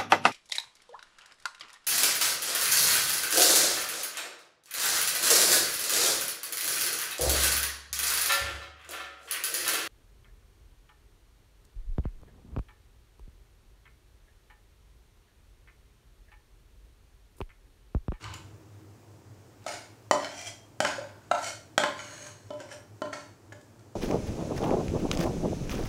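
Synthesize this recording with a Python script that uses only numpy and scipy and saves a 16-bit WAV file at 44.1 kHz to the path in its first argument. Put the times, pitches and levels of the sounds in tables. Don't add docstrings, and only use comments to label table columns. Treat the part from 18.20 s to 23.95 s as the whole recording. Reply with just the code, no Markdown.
import sys
import numpy as np
from scipy import signal
from scipy.fft import rfft, irfft
from scipy.io import wavfile
from scipy.ndimage import uniform_filter1d

SR = 44100
rng = np.random.default_rng(int(sys.argv[2]) if len(sys.argv) > 2 else 0)


def transcribe(u):
    v = np.clip(np.atleast_2d(u).T, -1, 1)
    q = np.round(v * 32767).astype(np.int16)
    wavfile.write(sys.argv[1], SR, q)


def volts_from_decibels(level):
    exponent = np.asarray(level, float) / 20
    return 10 ** exponent


N = 253716

# (frequency [Hz], width [Hz], level [dB])
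FLAT = [(252, 20, -43), (632, 56, 7.5), (731, 19, -5), (854, 40, 1), (947, 52, 4), (1112, 30, -5.5),
        (1833, 37, -4), (2930, 94, -9), (5520, 150, -2), (6930, 75, -12)]
EDGE = [(274, 180, 1.5), (676, 20, -6), (780, 37, -11), (823, 68, -0.5), (1187, 63, -14), (1410, 53, -4),
        (1610, 57, -1), (2000, 49, -7.5), (2350, 260, 2), (3390, 79, -7.5), (7100, 240, -11.5)]
REBOUND = [(577, 31, -3), (871, 25, -5), (1043, 26, -4), (1254, 47, -4), (1400, 25, -4.5), (1627, 54, 1.5),
           (1705, 40, -14), (1920, 52, -4.5), (2030, 47, -9.5), (2400, 71, -9.5)]
TIPPED = [(320, 34, -15.5), (463, 69, 1), (633, 23.7, 3), (925, 16, -8.5), (1050, 12.7, -6.5),
          (1383, 23, -5), (1400, 23, -32), (1880, 20, -16.5), (2250, 41, -23), (3480, 100, -9.5)]
TICK = [(1410, 280, -7), (2930, 320, 3), (7000, 260, 3), (7740, 200, 2), (12600, 450, 6), (13800, 400, 13)]
SOFT = [(270, 27, -14), (680, 34, 4), (709, 34, -0.5), (994, 23, -9.5), (1330, 15, -31), (1337, 22, -2.5),
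        (1470, 30, -13), (1523, 34, -11.5), (2067, 13, -25), (2370, 21, -25), (2770, 47, -14.5),
        (3820, 69, -13.5), (6420, 91, -16)]
LIGHT = [(400, 43, -2.5), (583, 23, -2.5), (1470, 29, -11), (1667, 38, -1), (2020, 58, -8.5),
         (3000, 82, -13), (5580, 53, -26)]
# (time [s], level [dB], contact [s], retune [ratio], tilt [dB per octave])
GRIP_BLOWS = [
    (TICK, 0.8, [(0.139, -37, 0.003, 0.99, 1)]),
    (FLAT, 1.82, [(1.9112, -13, 0.00072, 1.048, 1.36)]),
    (SOFT, 2.42, [(1.4635, -23, 0.0042, 0.97, 0), (3.1127, -10.5, 0.0045, 1.005, 3), (3.147, -34, .003, 1.005, 5)]),
    (EDGE, 2.1, [(2.6035, -11.5, 0.00083, 0.94, 0.5), (3.5787, -11, 0.00066, 0.95, 3.5), (3.6015, -40, 0.00093, 0.6, 10)]),
    (REBOUND, 1.93, [(2.6492, -19, 0.00073, 1.001, 3), (2.7815, -19, 0.0024, 0.95, -23), (2.808, -31, 0.0052, 0.84, -15), (3.6366, -13.5, 0.00059, 1.01, -0.8)]),
    (TIPPED, 1.47, [(4.3045, -27, 0.0031, 0.95, -7)]),
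    (TIPPED, 1.74, [(4.819, -24.5, 0.00034, 0.98, 1)]),
    (LIGHT, 1.58, [(4.401, -31.5, 0.0039, 0.93, -0.5), (4.5135, -36, 0.0035, 1.02, 4), (4.9285, -30.5, 0.0012, 1.09, 3), (5.322, -38, 0.00075, 1.02, 2.5)]),
]
# (time [s], plate thud [dB], clack over thud [dB], tick over thud [dB])
KNOCK_TIMES = [(0.0264, -54, 15, -6), (0.0406, -55, 25.5, -1.5), (.128, -57, 18, -16),
               (0.139, -48, -16, -1), (1.4406, -68, -5, 2), (1.464, -20.5, -12, -25.5),
               (1.911, -11, -5, -24.5), (2.0449, -37, 15, -15), (2.194, -60, 14, -10), (2.215, -59, 8, 3),
               (2.267, -60, 14, -4), (2.603, -19, -0.5, -16.5), (2.6493, -23, 3.5, -19),
               (2.782, -26, -31, -41), (3.114, -34.5, -4, -9.5), (3.2427, -42, 12, -7),
               (3.5784, -29.5, 6.5, -4), (3.6365, -31.5, 19, -13.5), (3.791, -41, 12, -18),
               (3.804, -44, 10.5, -22), (4.305, -24, -7, -41), (4.3355, -56, 12, -15), (4.402, -52, 13, -5),
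               (4.489, -46, 2, -25), (4.514, -42, -5, -38), (4.819, -27.5, 3.5, -29.5),
               (4.929, -39, -22, -25), (5.324, -41.5, -27, -19.5), (5.413, -62, -28, -5.5),
               (5.593, -57, -6, -14)]
KNOCK_ZONES = [600, 1020, 1550, 3000, 7000]
# (frequency [Hz], level [dB], ring [s])
PLATE_MODES = [(270, -40, 0.02), (333, -30, 0.088), (594, -2.5, 0.035), (700, -36, 0.0047),
               (1000, -15, 0.042), (1094, 3, 0.099), (1370, 8, 0.14), (1490, 13, 0.016), (1535, -23, 0.14),
               (1930, 4, 0.034), (2240, 7.5, 0.018), (2987, -7, 0.029), (3480, 0.5, 0.0058),
               (4170, 2, 0.016), (4466, 5, 0.032), (5420, 10.5, 0.014), (6040, 12, 0.018),
               (6960, 17, 0.024), (7740, 22.5, 0.0079), (8910, 15, 0.01)]
# (frequency [Hz], level [dB], ring [s])
SPOON_MODES = [(317, -35, 0.37), (385, -21, 0.4), (574, -41, 0.045), (960, -14, 0.1), (1660, -27, 0.19),
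               (2218, -13, 0.062), (3040, -6, 0.077), (5570, -22, 0.12)]
# (hardest time [s], rise [s], fall [s], level [dB], brightness [dB per layer])
SPOON_STROKES = [(0.043, 0.014, 0.2, -46, -5), (.029, 0.06, 0.063, -50.5, 0.5),
                 (0.138, 0.0064, 0.06, -51.5, 2), (1.479, 0.01, 0.14, -43, 4),
                 (1.541, 0.078, 0.13, -44.5, 2), (2.0, 0.016, 0.18, -42.5, -9.5),
                 (2.2, 0.13, 0.11, -54.5, 7), (2.285, 0.089, 0.045, -48.5, 6.5),
                 (2.669, 0.031, 0.16, -35, -2), (2.793, 0.035, 0.22, -56.5, -10.5),
                 (3.035, .006, 0.063, -75, 7), (3.15, 0.01, 0.067, -43, -16),
                 (3.269, 0.093, 0.11, -43.5, 5.5), (3.661, 0.014, 0.072, -46, -15),
                 (3.8, 0.052, 0.19, -46.5, 0.5), (3.92, 0.25, 0.5, -61.5, 7.5),
                 (4.082, 0.35, 0.064, -55, 5.5), (4.409, 0.047, 0.13, -49.5, -4),
                 (4.519, 0.033, 0.084, -50, 4.5), (4.86, 0.023, 0.034, -53.5, -15),
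                 (4.932, 0.0048, 0.07, -38.5, -2), (4.99, 0.1, 0.15, -53.5, 0.5),
                 (5.33, 0.0038, 0.0087, -58, -11), (5.62, .05, 0.065, -79, 4)]
DRAG_LAYERS = [
    -3,
    -8,
    -4.2,
    -1.5,
    -11,
]
LAYER_FALL = [.8, 1.01, 1.2, 1.3, 1.4]
PATH_TIMES = [0, 1.44, 1.92, 2.1, 2.6, 3.1, 3.225, 3.57, 3.775, 4.28, 4.8, 5.3, 5.74]
# (frequency [Hz], width [Hz], level [dB])
PATH_MODES = [
    [(1210, 370, 2.5), (510, 120, -6), (2870, 1100, -0.5), (4250, 170, -8), (7400, 940, -12)],
    [(360, 45, -3.5), (706, 91, -1), (1450, 110, -4), (2150, 130, -7), (4210, 79, -11), (4770, 130, -16),
     (7250, 68, -13)],
    [(600, 41, -5), (1890, 49, -11), (3060, 37, -16), (4250, 60, -12), (5510, 36, -24)],
    [(660, 63, 0.5), (2060, 16, -15), (2374, 36, -0.5), (3210, 57, -0.5), (4300, 56, -15), (5800, 72, -6),
     (7600, 180, -15)],
    [(590, 110, -1), (890, 120, -11), (1490, 230, -4.5), (2160, 220, -13), (3300, 300, -16), (4800, 90, -9)],
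    [(775, 250, -4), (1325, 28, 3), (3020, 27, -26), (6790, 65, -26)],
    [(617, 120, 0), (1400, 110, -1.5), (2140, 45, -3), (3070, 52, -1), (4430, 140, -5.5), (5750, 25, 1),
     (6900, 24, 2)],
    [(595, 21, -10), (1057, 32, -2), (1280, 190, -7), (3350, 42, -19), (4700, 110, -5)],
    [(577, 100, 0), (1530, 120, -1), (1000, 290, -5.5), (2910, 120, -7), (4250, 99, -6), (7000, 130, -3.5)],
    [(530, 60, 3), (960, 89, -7), (1380, 90, -5), (1700, 96, -7), (3010, 60, -12), (5740, 300, -13)],
    [(564, 88, -2.5), (950, 240, -8.5), (1354, 29, 4.5), (2650, 34, -17), (4540, 54, -4), (6000, 42, -10)],
    [(575, 38, 11), (1622, 80, -13)],
]
# (frequency [Hz], density [dB per Hz])
CRUMB_SPECTRUM = [(150, -36), (280, -31), (450, 4), (600, -1), (1150, -15), (1500, -1.5), (3400, -7.5),
                  (7000, -3.5), (9500, -15), (12000, -15.5), (15500, -10.5)]
# (frequency [Hz], level [dB], ring [s])
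POT_MODES = [(284.5, -54.5, 1), (344.5, -49.5, 0.29), (382, -68, 0.34), (545.3, -66, 0.36),
             (595, -52.5, 0.38)]
# (frequency [Hz], decay by 60 dB [s])
ROOM_DECAY = [(120, 0.92), (500, 0.41), (1500, 0.39), (4000, 0.43), (8000, 0.34), (14000, 0.59)]
# (delay [s], level [dB])
WALL_SLAPS = [(0.01, -17), (.024, -28.5), (.036, -23.5)]
# (frequency [Hz], width [Hz], level [dB])
MOTOR_HUM = [(105, 16.2, -60.5), (151, 18, -72.5), (319.7, 31, -71.5), (390, 35, -77)]
# (time [s], level [dB])
MOTOR_SWELL = [(0, 13), (.14, 11.5), (.3, 9), (.4, 7), (2, 1.5), (4, 4.5), (5.75, 0)]
# (frequency [Hz], density [dB per Hz])
AIR_SPECTRUM = [(15, -61), (25, -50), (46, -13), (70, -18), (105, 2), (161, -17.5), (195, -10.5),
                (212, -13), (317, -10.5), (545, -16.5), (796, -19.5), (1230, -23.5), (1370, -25),
                (7310, -42), (16000, -40.5)]


def level(x, db):
    return x * volts_from_decibels(db) / np.sqrt(np.mean(x ** 2))


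def colour(x, table):
    hz, db = np.transpose(table)
    f = np.maximum(np.arange(len(x) // 2 + 1) * SR / len(x), 1)
    gain = volts_from_decibels(np.interp(np.log(f), np.log(hz), db))
    return irfft(rfft(x) * gain, len(x))


def mode(x, hz, t60):
    r = np.exp(-np.log(1000) / (t60 * SR))
    w = 2 * np.pi * hz / SR
    return signal.lfilter([0, r * np.sin(w)], [1, -2 * r * np.cos(w), r * r], x)


def band(x, lo_hz, hi_hz):
    return signal.sosfilt(signal.butter(2, [lo_hz, hi_hz], "band", fs=SR, output="sos"), x)


def noise(size=N):
    return rng.standard_normal(size)


def fading(x, decay_s):
    return signal.lfilter([1], [1, -np.exp(-1 / (decay_s * SR))], x)


def walk(rate, size=N):
    k = int(SR / rate)
    held = np.repeat(noise(size // k + 1), k)
    return 1.3 * uniform_filter1d(uniform_filter1d(held, k), k)[:size]


def hard_knocks():
    out = np.zeros(N)
    t = np.arange(SR // 4) / SR
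    for modes, palm_loss, blows in GRIP_BLOWS:
        for s, db, contact_s, tune, tilt_db in blows:
            ring = 0
            for hz, width, mode_db in modes:
                start_db = db - 1.5 + mode_db + tilt_db * np.log2(hz / 600)
                decay_db = 8.7 * np.pi * palm_loss * width * t
                ring = ring + volts_from_decibels(start_db - decay_db) * np.sin(2 * np.pi * tune * hz * t)
            out[int(s * SR):][:len(t)] += ring * (1 - np.exp(-2 * t / contact_s))
    return out


def knocks(spot_db=2.5, ring_db=-8.5, crack_db=-10, crack_s=0.0048, rattle_s=0.0093):
    s, thud, clack, tick = np.array(KNOCK_TIMES).T
    at = ((s + 0.00046) * SR).astype(int)
    middle = ring_db + clack / 2
    zone_db = thud[:, None] + np.c_[0 * clack, middle, middle, clack, tick]
    blow_times = [blow[0] for *_, blows in GRIP_BLOWS for blow in blows]
    hard = np.min(np.abs(s[:, None] - blow_times), axis=1) < 0.005
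    modes = PLATE_MODES + SPOON_MODES
    chance = noise((len(s), len(modes)))
    out = np.zeros(N)
    for k, (hz, db, t60) in enumerate(modes):
        push_db = np.array([np.interp(np.log(hz), np.log(KNOCK_ZONES), z) for z in zone_db])
        push = np.zeros(N)
        push[at] = volts_from_decibels(push_db + spot_db * chance[:, k] + db - 7.5)
        if k < len(PLATE_MODES) and hz < 2500:
            push[at[hard]] = 0
        out += (-1) ** k * mode(push, hz, t60)
    strike = np.zeros(N)
    strike[at] = volts_from_decibels(zone_db[:, 4] + 23.5 + crack_db)
    flash = fading(strike, crack_s) + 0.12 * fading(strike, rattle_s)
    return out + flash * band(noise(), 1500, 11000)


def snap(db=-3, length_s=0.0059):
    s, thud, _, tick = np.array(KNOCK_TIMES).T
    strike = np.zeros(N)
    strike[((s + 0.0005) * SR).astype(int)] = volts_from_decibels(thud + tick + db)
    return fading(strike, length_s) * band(noise(), 7000, 14000)


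def pressure(t, layer, swing_db=20):
    s, rise, fall, db, bright = np.transpose(SPOON_STROKES)[:, :, None]
    away = np.maximum((s - t) / rise, LAYER_FALL[layer] * (t - s) / fall)
    stroke_db = db + DRAG_LAYERS[layer] + bright * (layer - 1) - swing_db * np.minimum(away, 6)
    return np.sqrt(np.sum(volts_from_decibels(stroke_db) ** 2, axis=0))


def drifting(x, hz, width, drift=0.01):
    centre_hz = hz * (1 + drift * walk(12, size=len(x)))
    turn = np.exp(2j * np.pi * np.cumsum(centre_hz) / SR)
    slow = signal.lfilter([1], [1, -np.exp(-np.pi * max(width, 45) / SR)], x / turn)
    return np.real(turn * slow)


def drags(scatter_db=0.5, patchy_db=0.17, chatter_db=2.0, flare_db=2.5, ripple_db=3.5, tone_db=-3.5, trim_db=-4):
    size_db = scatter_db * np.minimum(rng.exponential(size=N), 2.5)
    clicks = (rng.random(N) < 0.3) * noise() * volts_from_decibels(size_db)
    clicks = clicks * volts_from_decibels(patchy_db * walk(50) + chatter_db * walk(300))
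    grit = level(colour(clicks, CRUMB_SPECTRUM), 0)
    out = np.zeros(N)
    centres_hz = [500, 900, 2200, 5600, 9500, 14000]
    for start, end, modes in zip(PATH_TIMES, PATH_TIMES[1:], PATH_MODES):
        k = np.arange(int(start * SR), int(end * SR) + 400)
        sing = 0
        for hz, width, db in modes:
            shaken = clicks[k] * volts_from_decibels(flare_db * walk(14.8, size=len(k)))
            sing = sing + volts_from_decibels(db) * np.sqrt(width) * level(drifting(shaken, hz, width), 0)
        ripple = np.c_[np.linspace(1000, 16000, num=90), ripple_db * noise(90)]
        rub = level(colour(grit[k], ripple), 0) + level(band(sing, 370, 6800), tone_db)
        fade = np.sqrt(np.clip(np.minimum(k - k[0], k[-1] - k) / 400, 0, 1))
        for layer in range(len(DRAG_LAYERS)):
            share = [(hz, 0 if i == layer + 1 else -18) for i, hz in enumerate(centres_hz)]
            out[k] += fade * pressure(k / SR, layer) * level(colour(rub, share), trim_db)
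    return out


def hands_on_plate():
    hands = band(hard_knocks() + knocks() + drags(), 187, 7330)
    return hands - 0.72 * band(hands, 391, 550)


def pot(hands):
    return sum(volts_from_decibels(db) * mode(hands, hz, t60) for hz, db, t60 in POT_MODES)


def kitchen(x, wet_db=-5, rise_s=0.012):
    t = np.arange(SR) / SR
    hz, t60 = np.transpose(ROOM_DECAY)
    tail = np.zeros(SR)
    for f in 90 * 2 ** np.arange(0, 7.4, 0.5):
        decay_s = np.interp(np.log(f), np.log(hz), t60)
        tail += band(noise(SR), f / 1.19, f * 1.19) * volts_from_decibels(-60 * t / decay_s)
    tail *= 1 - np.exp(-(t / rise_s) ** 2)
    tail *= volts_from_decibels(wet_db) / np.sqrt(np.sum(tail ** 2))
    for delay, db in WALL_SLAPS:
        k = int(delay * SR)
        tail[k:k + 128] += volts_from_decibels(db) * noise(128) * np.hanning(128) / 7
    return signal.fftconvolve(x, tail)[:N]


def simmer(pop_db=-71, pops_per_s=9, pop_s=0.01):
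    spit = 0
    for hz in 4200 * 1.15 ** np.arange(7):
        pops = (rng.random(N) < pops_per_s / SR) * volts_from_decibels(pop_db + 3 * noise())
        spit = spit + mode(pops, hz, pop_s)
    return level(band(noise(), 4560, 8300), -71) * volts_from_decibels(0.75 * walk(15)) + spit


def thump():
    t = np.arange(N) / SR
    return level(band(noise(), 63, 114), -46.5) * np.exp(-((t - 0.17) / 0.14) ** 2)


def hum():
    swell = volts_from_decibels(np.interp(np.arange(N) / SR, *np.transpose(MOTOR_SWELL)))
    return swell * sum(level(band(noise(), f - w / 2, f + w / 2), db) for f, w, db in MOTOR_HUM)


def air(air_db=-56.5):
    swell = walk(2.6)
    out = np.zeros(N)
    for f in 28 * 2 ** np.arange(0, 9.4, 0.5):
        flicker_db = 0.8 * swell * (f > 1000) + 0.5 * walk(8)
        out += band(noise(), f / 1.19, min(f * 1.19, 17000)) * volts_from_decibels(flicker_db)
    out = colour(out, AIR_SPECTRUM)
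    return out * volts_from_decibels(air_db) / np.std(band(out, 93, 16000))


def scene():
    hands = hands_on_plate()
    near = hands + snap() + pot(hands)
    background = simmer() + thump() + hum() + air()
    return (near + kitchen(hands) + background)[None, :]


def top_cut(x):
    return signal.sosfilt(signal.butter(12, 16480, fs=SR, output="sos"), x)


def record(dry):
    top = signal.sosfilt(signal.ellip(8, 0.2, 60, 15600, fs=SR, output="sos"), dry)
    return top_cut(top)


dry = scene()
out = record(dry)
transcribe(out)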